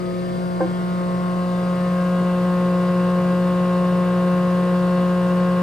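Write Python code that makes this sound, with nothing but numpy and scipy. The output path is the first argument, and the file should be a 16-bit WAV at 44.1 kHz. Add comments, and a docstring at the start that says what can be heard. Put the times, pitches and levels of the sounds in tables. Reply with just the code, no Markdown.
"""A thickness planer idles in a workshop, heard by two microphones carried up to it.
At first the machine lies to the left: its hum and air are coloured by distance, and a thin whistle is loud.
At 0.6 s a wooden plank is knocked: a sum of decaying bending modes, soon stopped by the grip.
By 2.1 s the microphones face the machine: the knives' harmonics have moved to the centre through quiet
and loud spots. The hum stays, with shaft, motor and bearing tones over puffing, filtered noise for air."""
import sys
import numpy as np
from scipy import signal
from scipy.fft import rfft, irfft
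from scipy.io import wavfile
from scipy.ndimage import uniform_filter1d

SR = 44100
rng = np.random.default_rng(int(sys.argv[2]) if len(sys.argv) > 2 else 0)


def persist_wave(psi):
    """Save psi, clipped to +-1, as 16-bit WAV."""
    counts = np.round(np.clip(psi, -1, 1) * 32767).astype(np.int16)
    wavfile.write(sys.argv[1], SR, np.atleast_2d(counts).T)


N = 247842
TIME = np.arange(N) / SR  # s
SHAFT_HZ = 59.74
KNIFE_HZ = 3 * SHAFT_HZ  # three knives pass the lip in each turn


def amp(db):
    """Decibels to gain."""
    return 10 ** (np.asarray(db) / 20)


def evened(x):
    """Scales to rms 1."""
    return x / np.sqrt(np.mean(abs(x) ** 2) + 1e-20)


def read(points, hz):
    """Reads a table of values against frequency on a logarithmic frequency axis."""
    f, value = np.transpose(points)
    return np.interp(np.log(hz + 1), np.log(f + 1), value)


def drift(rate_hz):
    """Smooth random motion of rms 1, mostly slower than the rate."""
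    points, points_per_s = 4096, 500
    hz = np.fft.rfftfreq(points, 1 / points_per_s)
    slow = irfft(rfft(rng.standard_normal(points)) / (1 + (hz / rate_hz) ** 4))
    return np.interp(TIME, np.arange(points) / points_per_s, evened(slow))


# Distance from the machine: (time [s], distance [1 at the start of the walk, 0 in front of the machine])
DISTANCE = [(0, 0.94), (.5, 0.82), (1, .62), (1.5, .4), (2, 0.15), (2.6, 0.07), (5.6, 0)]


def away(t):
    """Relative distance of the microphones from the machine at times t."""
    return np.interp(t, *np.transpose(DISTANCE))


def aside(t, facing_s=2.13, turn_s=1.64):
    """1 while the machine lies to the left, 0 once the microphones have turned to it."""
    return np.clip((facing_s - t) / turn_s, 0, 1)


# Level difference of the two microphones: (frequency [Hz], left minus right [dB])
MIC_LEAN = [(60, 2), (180, 2), (330, 0.5), (600, 0.5), (850, 0.5), (1080, 1), (1255, 0), (1435, 5.5),
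            (1650, 1), (3200, 1.4), (4400, 5), (7000, 3.5), (8200, 0), (15000, 0)]
# Phase difference of the two microphones: (frequency [Hz], lead of the left [rad])
MIC_LEAD = [(180, -0.06), (260, -0.19), (360, 0.25), (540, -0.13), (715, 0.85), (820, 0.44), (1075, 0.18),
            (1550, -0.74), (2100, 0.36), (3300, 1), (4200, 0.93), (8000, -0.12), (12000, -0.5)]


def ports(hz):
    """Complex gain of the left and the right microphone, half the difference to each."""
    half = (np.log(amp(read(MIC_LEAN, hz))) + 1j * read(MIC_LEAD, hz)) / 2
    return np.array([np.exp(half), np.exp(-half)])


def tone(hz, db, clock, lead=0, lean_db=0):
    """A stereo sine of random phase and given rms level that follows the machine's clock."""
    sides = np.array([[1], [-1]]) / 2
    phase = 2 * np.pi * (hz * clock + rng.random()) + sides * (read(MIC_LEAD, hz) + lead)
    side_gain = amp(sides * (read(MIC_LEAN, hz) + lean_db))
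    return np.sqrt(2) * amp(db) * side_gain * np.cos(phase)


# Quiet and loud spots of the room's standing waves along the walk:
# (time [s], multiple of the knife rate, half length [s], left level [dB], right level [dB])
STANDING_WAVES = [(1.03, 1, .8, 0, 2), (.69, 2, .68, -6, -8), (1.81, 2, .45, -6, -7), (.2, 3, .3, 2, 2),
                  (.82, 3, .12, -9, -5), (1.3, 3, .08, -3, -3), (1.72, 3, .2, -2, 2),
                  (.05, 4, .16, -15, -8), (.28, 4, .06, 0, -12), (1.7, 4, .45, 3, -2),
                  (.25, 5, .12, -20, -3), (1, 5, .6, 3, -6), (1.99, 5, .18, -12, -6), (0, 6, .25, -7, -10),
                  (.7, 6, .3, -3, 0), (1.22, 6, .16, 3, 1.5), (1.85, 6, .5, 0, -4), (.06, 7, .15, 6, -10),
                  (.48, 7, .12, -3, -6), (.9, 7, .3, -7, 1), (1.36, 7, .15, -1, -19), (1.65, 7, .4, 4, 0),
                  (.13, 8, .14, -18, -6), (.48, 8, .13, -4, -7), (.82, 8, .25, 3, 3),
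                  (1.12, 8, .08, -8, -5), (1.48, 8, .15, -11, -3), (1.89, 8, .09, -1, -13),
                  (1.3, 9, .3, 2, -8), (2.05, 9, .2, 4, 4), (.3, 10, .09, 5, 5), (.7, 10, .3, 4, -7),
                  (1.55, 10, .16, -12, -8), (1.85, 10, .15, 4, 4), (2.2, 10, .22, -11, -12),
                  (.35, 11, .23, -14, -9), (1.6, 11, .38, 3, -4), (.85, 12, .5, 7, 7), (1.9, 12, .3, 8, 8),
                  (.45, 13, .13, -20, -18), (1.36, 13, .4, -12, -10), (.85, 20, .12, 8, 5)]


def quiet_spots(k):
    """Dip or swell in dB of knife harmonic k at each microphone: one smooth bell for each spot passed."""
    return sum(np.array([[left], [right]]) * np.exp(-((TIME - s) / half) ** 2)
               for s, multiple, half, left, right in STANDING_WAVES if round(multiple) == k)


# Knife hum in front of the machine: (multiple of the knife rate, level relative to hum_db [dB])
KNIFE_HARMONICS = [(1, 0), (2, -13), (3, -7.5), (4, -22), (5, -23), (6, -13.5), (7, -24), (8, -26),
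                   (9, -26.5), (10, -32.5), (11, -32), (12, -43.5), (13, -38.5), (14, -51), (15, -34),
                   (16, -34.5), (17, -45), (18, -44.5), (19, -43.5), (20, -40.5), (21, -45.5), (22, -44),
                   (23, -48)]
# Change of the hum at the start of the walk: (frequency [Hz], level [dB])
HUM_AFAR = [(179, -8.5), (358, 4.5), (538, -12.5), (717, -2.5), (896, -4.5), (1075, -7.5), (1255, 0.5),
            (1434, -2.5), (1613, -16), (1792, -4.5), (1971, -4.5), (2330, -2.5), (2700, -15), (3600, -7.5),
            (4300, -11)]
# Direct and reflected hum out of step, with the machine to the side: (frequency [Hz], lead of the left [rad])
HUM_SIDE_LEAD = [(180, 1.18), (360, 0.75), (540, 1.2), (900, 1.6), (1075, 2.5), (1255, -2.5), (1435, -1.5),
                 (1610, .5), (4300, 1)]


def cutterhead(clock, hum_db=-19, standing_db=5.0, fine_hz=2900, flutter_db=1.13, sway_db=.5, shadow_db=4):
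    """Each knife squeezes the air at the table lip; the hum changes with distance and moves left to centre."""
    distance, side = away(TIME), aside(TIME)
    eddies, hum = drift(43), np.zeros((2, N))
    for multiple, db in KNIFE_HARMONICS:
        k = round(multiple)
        hz = k * KNIFE_HZ
        # short waves have many small nodes, met by chance
        speckle_db = standing_db * min(hz / fine_hz, 1) ** 2
        sway = (sway_db * np.log10(k) + speckle_db * distance) * drift(3.7)
        place_db = read(HUM_AFAR, hz) * distance + sway
        # eddies shake the upper harmonics most
        flutter = flutter_db * np.log10(k) * (drift(22) + 0.55 * eddies)
        # the lowest tone bends round the microphones, high ones arrive from all sides
        lean_db = shadow_db * side / np.sqrt(k / 2) * (k > 1)
        level_db = hum_db + db + place_db + flutter
        harmonic = tone(hz, level_db, clock, read(HUM_SIDE_LEAD, hz) * side, lean_db)
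        hum += amp(quiet_spots(k)) * harmonic
    return hum


# Rushing air and rumble in front of the machine: (frequency [Hz], relative level per Hz [dB])
AIR_SPECTRUM = [(20, -27), (45, -31), (85, -10.5), (115, -4.5), (140, -2), (163, 6.5), (200, -13.5),
                (270, -13.5), (480, -6), (830, -15.5), (1900, -22.5), (4600, -30), (6000, -35.5),
                (7600, -36), (12000, -42), (15500, -40.5)]
# Change of the air at the start of the walk: (frequency [Hz], level [dB])
AIR_AFAR = [(50, -8), (110, -2), (300, -5), (600, -0.5), (900, -8.5), (1600, -3.5), (2800, -4.5), (4500, 0),
            (12000, -7.5)]
# Resonances of the hood and the frame:
# (frequency [Hz], width [Hz], level in front [dB], level at the start of the walk [dB])
HOOD_RESONANCES = [(231.6, 31, 10, 16.5), (329, 31, 6, 14), (485.4, 26.4, 8.5, 0.5), (666, 100, 4, 2),
                   (1124, 205, 8.5, 6), (1594, 89, 11, 4), (2143, 59, 3.5, 11), (2750, 330, 4, 1),
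                   (8500, 830, 5.5, 10.5)]
# Likeness of the air noise at the two microphones: (frequency [Hz], correlation [1 = the same])
MIC_LIKENESS = [(100, 0.94), (270, 0.88), (500, 0.7), (800, 0.6), (1050, 0.55), (2100, 0.21), (2700, 0.64),
                (5600, 0.7), (8500, 0.11), (15000, 0.064)]


def air(clock, air_db=-33, patchy_db=1, chop=0.55, chop_band_hz=(1100, 3200)):
    """Turbulence as noise coloured by the hood; its middle band comes in puffs, one for each knife."""
    size, hop = 2048, 512  # samples
    hz, t = np.fft.rfftfreq(size, 1 / SR), np.arange(N // hop + 5) * hop / SR
    a, b, c, d, patches = rng.standard_normal((5, len(t), len(hz)))
    same, distance = np.clip(read(MIC_LIKENESS, hz), -1, 1), away(t)[:, None]
    # the right microphone shares part of the left one's noise
    left = a + 1j * b
    right = same * left + np.sqrt(1 - same ** 2) * (c + 1j * d)
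    spectrum = np.array([left, right]) * ports(hz)[:, None]
    hood_db = sum((near + (far - near) * distance) / (1 + (2 * (hz - f) / width) ** 2)
                  for f, width, near, far in HOOD_RESONANCES)
    patches = uniform_filter1d(patches, size=6, axis=0)
    patches = evened(uniform_filter1d(patches, size=16, axis=1))
    afar_db = distance * read(AIR_AFAR, hz)
    spectrum *= amp(read(AIR_SPECTRUM, hz) + hood_db + afar_db + patchy_db * patches)
    rush = signal.istft(spectrum.transpose(0, 2, 1), nperseg=size, noverlap=size - hop)[1]
    rush = evened(rush[:, :N])
    band = signal.butter(2, chop_band_hz, "band", fs=SR, output="sos")
    middle = signal.sosfiltfilt(band, rush)
    puffs = chop * middle * np.cos(2 * np.pi * KNIFE_HZ * clock)
    return amp(air_db) * (rush + puffs)


# Bending modes of the plank: (frequency [Hz], level before the knock's own [dB], t60 [s], rise [s])
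PLANK_MODES = [(329.5, -5, 0.7, 0.008), (389, -19, .2, .002), (523.5, -1.5, 0.33, 0.0005),
               (575, -3, .03, .0005), (608, -19, .2, .003), (665, -13, 0.08, .0006),
               (763, -7.5, 0.19, 0.0007), (790, -20, .2, .001), (1046, -11.5, 0.17, .001),
               (1570, -14, 0.15, 0.001), (1735, -21, 0.12, .003), (2148, -23, 0.12, .004)]
# The knock: (time [s], level [dB], time until the grip damps it [s])
PLANK_KNOCK = (.6055, -14, 0.057)


def plank(damp_s=0.0095, soft_hz=2200, room_db=-14, room_t60=0.29):
    """A dull blow rings the plank's bending modes until the grip stops them; the shop answers faintly."""
    s, db, held = PLANK_KNOCK
    t = np.arange(SR // 2) / SR
    ring = np.zeros((2, len(t)))
    for hz, level, t60, rise in PLANK_MODES:
        envelope = amp(level - 60 * t / t60) * (1 - np.exp(-t / rise))
        ring += envelope * (ports(hz)[:, None] * np.exp(2j * np.pi * hz * t)).imag
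    blow = ring * np.exp(-np.maximum(t - held, 0) / damp_s)
    blow = signal.sosfilt(signal.butter(2, soft_hz, fs=SR, output="sos"), blow)  # soft wood gives no click
    tail = rng.standard_normal((2, len(t))) * amp(-60 * t / room_t60)
    answer = signal.fftconvolve(blow, tail / np.linalg.norm(tail[0]), axes=1)[:, :len(t)]
    blow = blow + amp(room_db) * answer
    return amp(db) * np.pad(blow, ((0, 0), (round(s * SR), N)))[:, :N]


# Unbalance and unequal knives: (multiple of the shaft rate, level in front [dB])
SHAFT_TONES = [(1, -47.5), (2, -52.5), (10, -56), (13, -51.5), (14, -58), (17, -43.5), (19, -49), (20, -51),
               (23, -57), (42, -61)]
# Fine buzz of the shaft: (frequency [Hz], level of each line in front [dB])
SHAFT_BUZZ = [(1700, -69), (2600, -69), (4000, -69.5), (5400, -72)]


def shaft(clock, far_db=-5.0, spread_db=2, standing_db=3, buzz_far_db=-7):
    """Tones at multiples of the turning rate, the higher fading more with distance, and a fine buzz."""
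    distance = away(TIME)
    low = sum(tone(round(k) * SHAFT_HZ, db + far_db * np.log(k + 1) * distance, clock)
              for k, db in SHAFT_TONES)
    buzz = np.zeros((2, N))
    for k in range(29, 90):
        if k % 3 == 1:
            hz = k * SHAFT_HZ
            near_db = read(SHAFT_BUZZ, hz) + spread_db * rng.standard_normal()
            afar_db = buzz_far_db + standing_db * rng.standard_normal()
            buzz += tone(hz, near_db + afar_db * distance, clock, rng.normal(0, 1))
    return low + buzz


# The strongest bearing whistle: (time [s], level [dB])
WHISTLE_LEVEL = [(0, -57), (.17, -60), (.35, -60), (.95, -66), (1.2, -75), (1.5, -61), (2.2, -73),
                 (2.8, -63), (3.7, -66), (4.6, -76), (5.6, -68)]


def whistle(clock, whistle_hz=4818, flutter_db=3.0):
    """A thin, fluttering bearing whistle, a single sine, loud at first, that comes and goes."""
    level_db = np.interp(TIME, *np.transpose(WHISTLE_LEVEL)) + flutter_db * drift(22)
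    return tone(whistle_hz, level_db, clock)


# Motor and bearing tones: (frequency [Hz], level in front [dB], level at the start of the walk [dB])
BEARING_TONES = [(29.8, -63, -65), (117.5, -49, -49), (488.9, -50, -56), (665.5, -43.5, -44),
                 (1117.8, -52, -62), (1470, -61, -66), (1574, -61, -68), (2115, -66, -61), (2175, -68, -65),
                 (2409, -72, -66), (2882, -63, -72), (2942, -65, -72), (4352, -64, -68), (4660, -70, -74),
                 (4840, -67, -74), (5171, -70, -78), (5582, -76, -73), (6115, -73, -80), (6882, -72, -80),
                 (8161, -77, -72), (8586, -75, -80), (8991, -74, -73), (9051, -74, -78), (9171, -74, -78),
                 (9702, -78, -84), (11170, -78, -81), (11633, -82, -78)]


def bearings(clock, waver_db=2, waver_hz=2500, slip_turns=0.034, far_db=-3,
             count=90, band_hz=(5300, 13000), sizzle_db=-81, spread_db=3):
    """Motor and bearing tones waver as the balls slip, over a thicket of fainter lines from the races."""
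    distance = away(TIME)
    whine = np.zeros((2, N))
    for hz, near, far in BEARING_TONES:
        waver = waver_db * min(hz / waver_hz, 1) * drift(3.7)  # the high ones waver most in level
        slipping = clock + slip_turns * drift(3.3) / hz
        whine += tone(hz, near + (far - near) * distance + waver, slipping)
    place = (np.arange(count) + rng.random(count)) / count
    hz = np.interp(place, (0, 1), band_hz)
    phase = 2 * np.pi * rng.random(count) + rng.standard_normal((2, count))
    level = amp(sizzle_db + spread_db * rng.standard_normal(count))
    lines = np.zeros((2, N // 2 + 1), complex)
    lines[:, np.round(hz * N / SR).astype(int)] = ports(hz) * level * np.exp(1j * phase)
    sizzle = irfft(lines, N) * N / np.sqrt(2)
    return whine + amp(far_db * distance) * sizzle


def scene(wobble_s=.00002):
    """All turning parts share one clock, which runs very slightly unevenly."""
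    clock = TIME + wobble_s * drift(2.3)
    machine = cutterhead(clock) + air(clock) + shaft(clock) + whistle(clock) + bearings(clock)
    return machine + plank()


def record(dry, edge_hz=15750):
    """The band limit of the recorder: a steep low-pass."""
    low_pass = signal.firwin(511, edge_hz, window=("kaiser", 9), fs=SR)
    return signal.oaconvolve(dry, low_pass[None], "same")


dry = scene()
out = record(dry)
persist_wave(out)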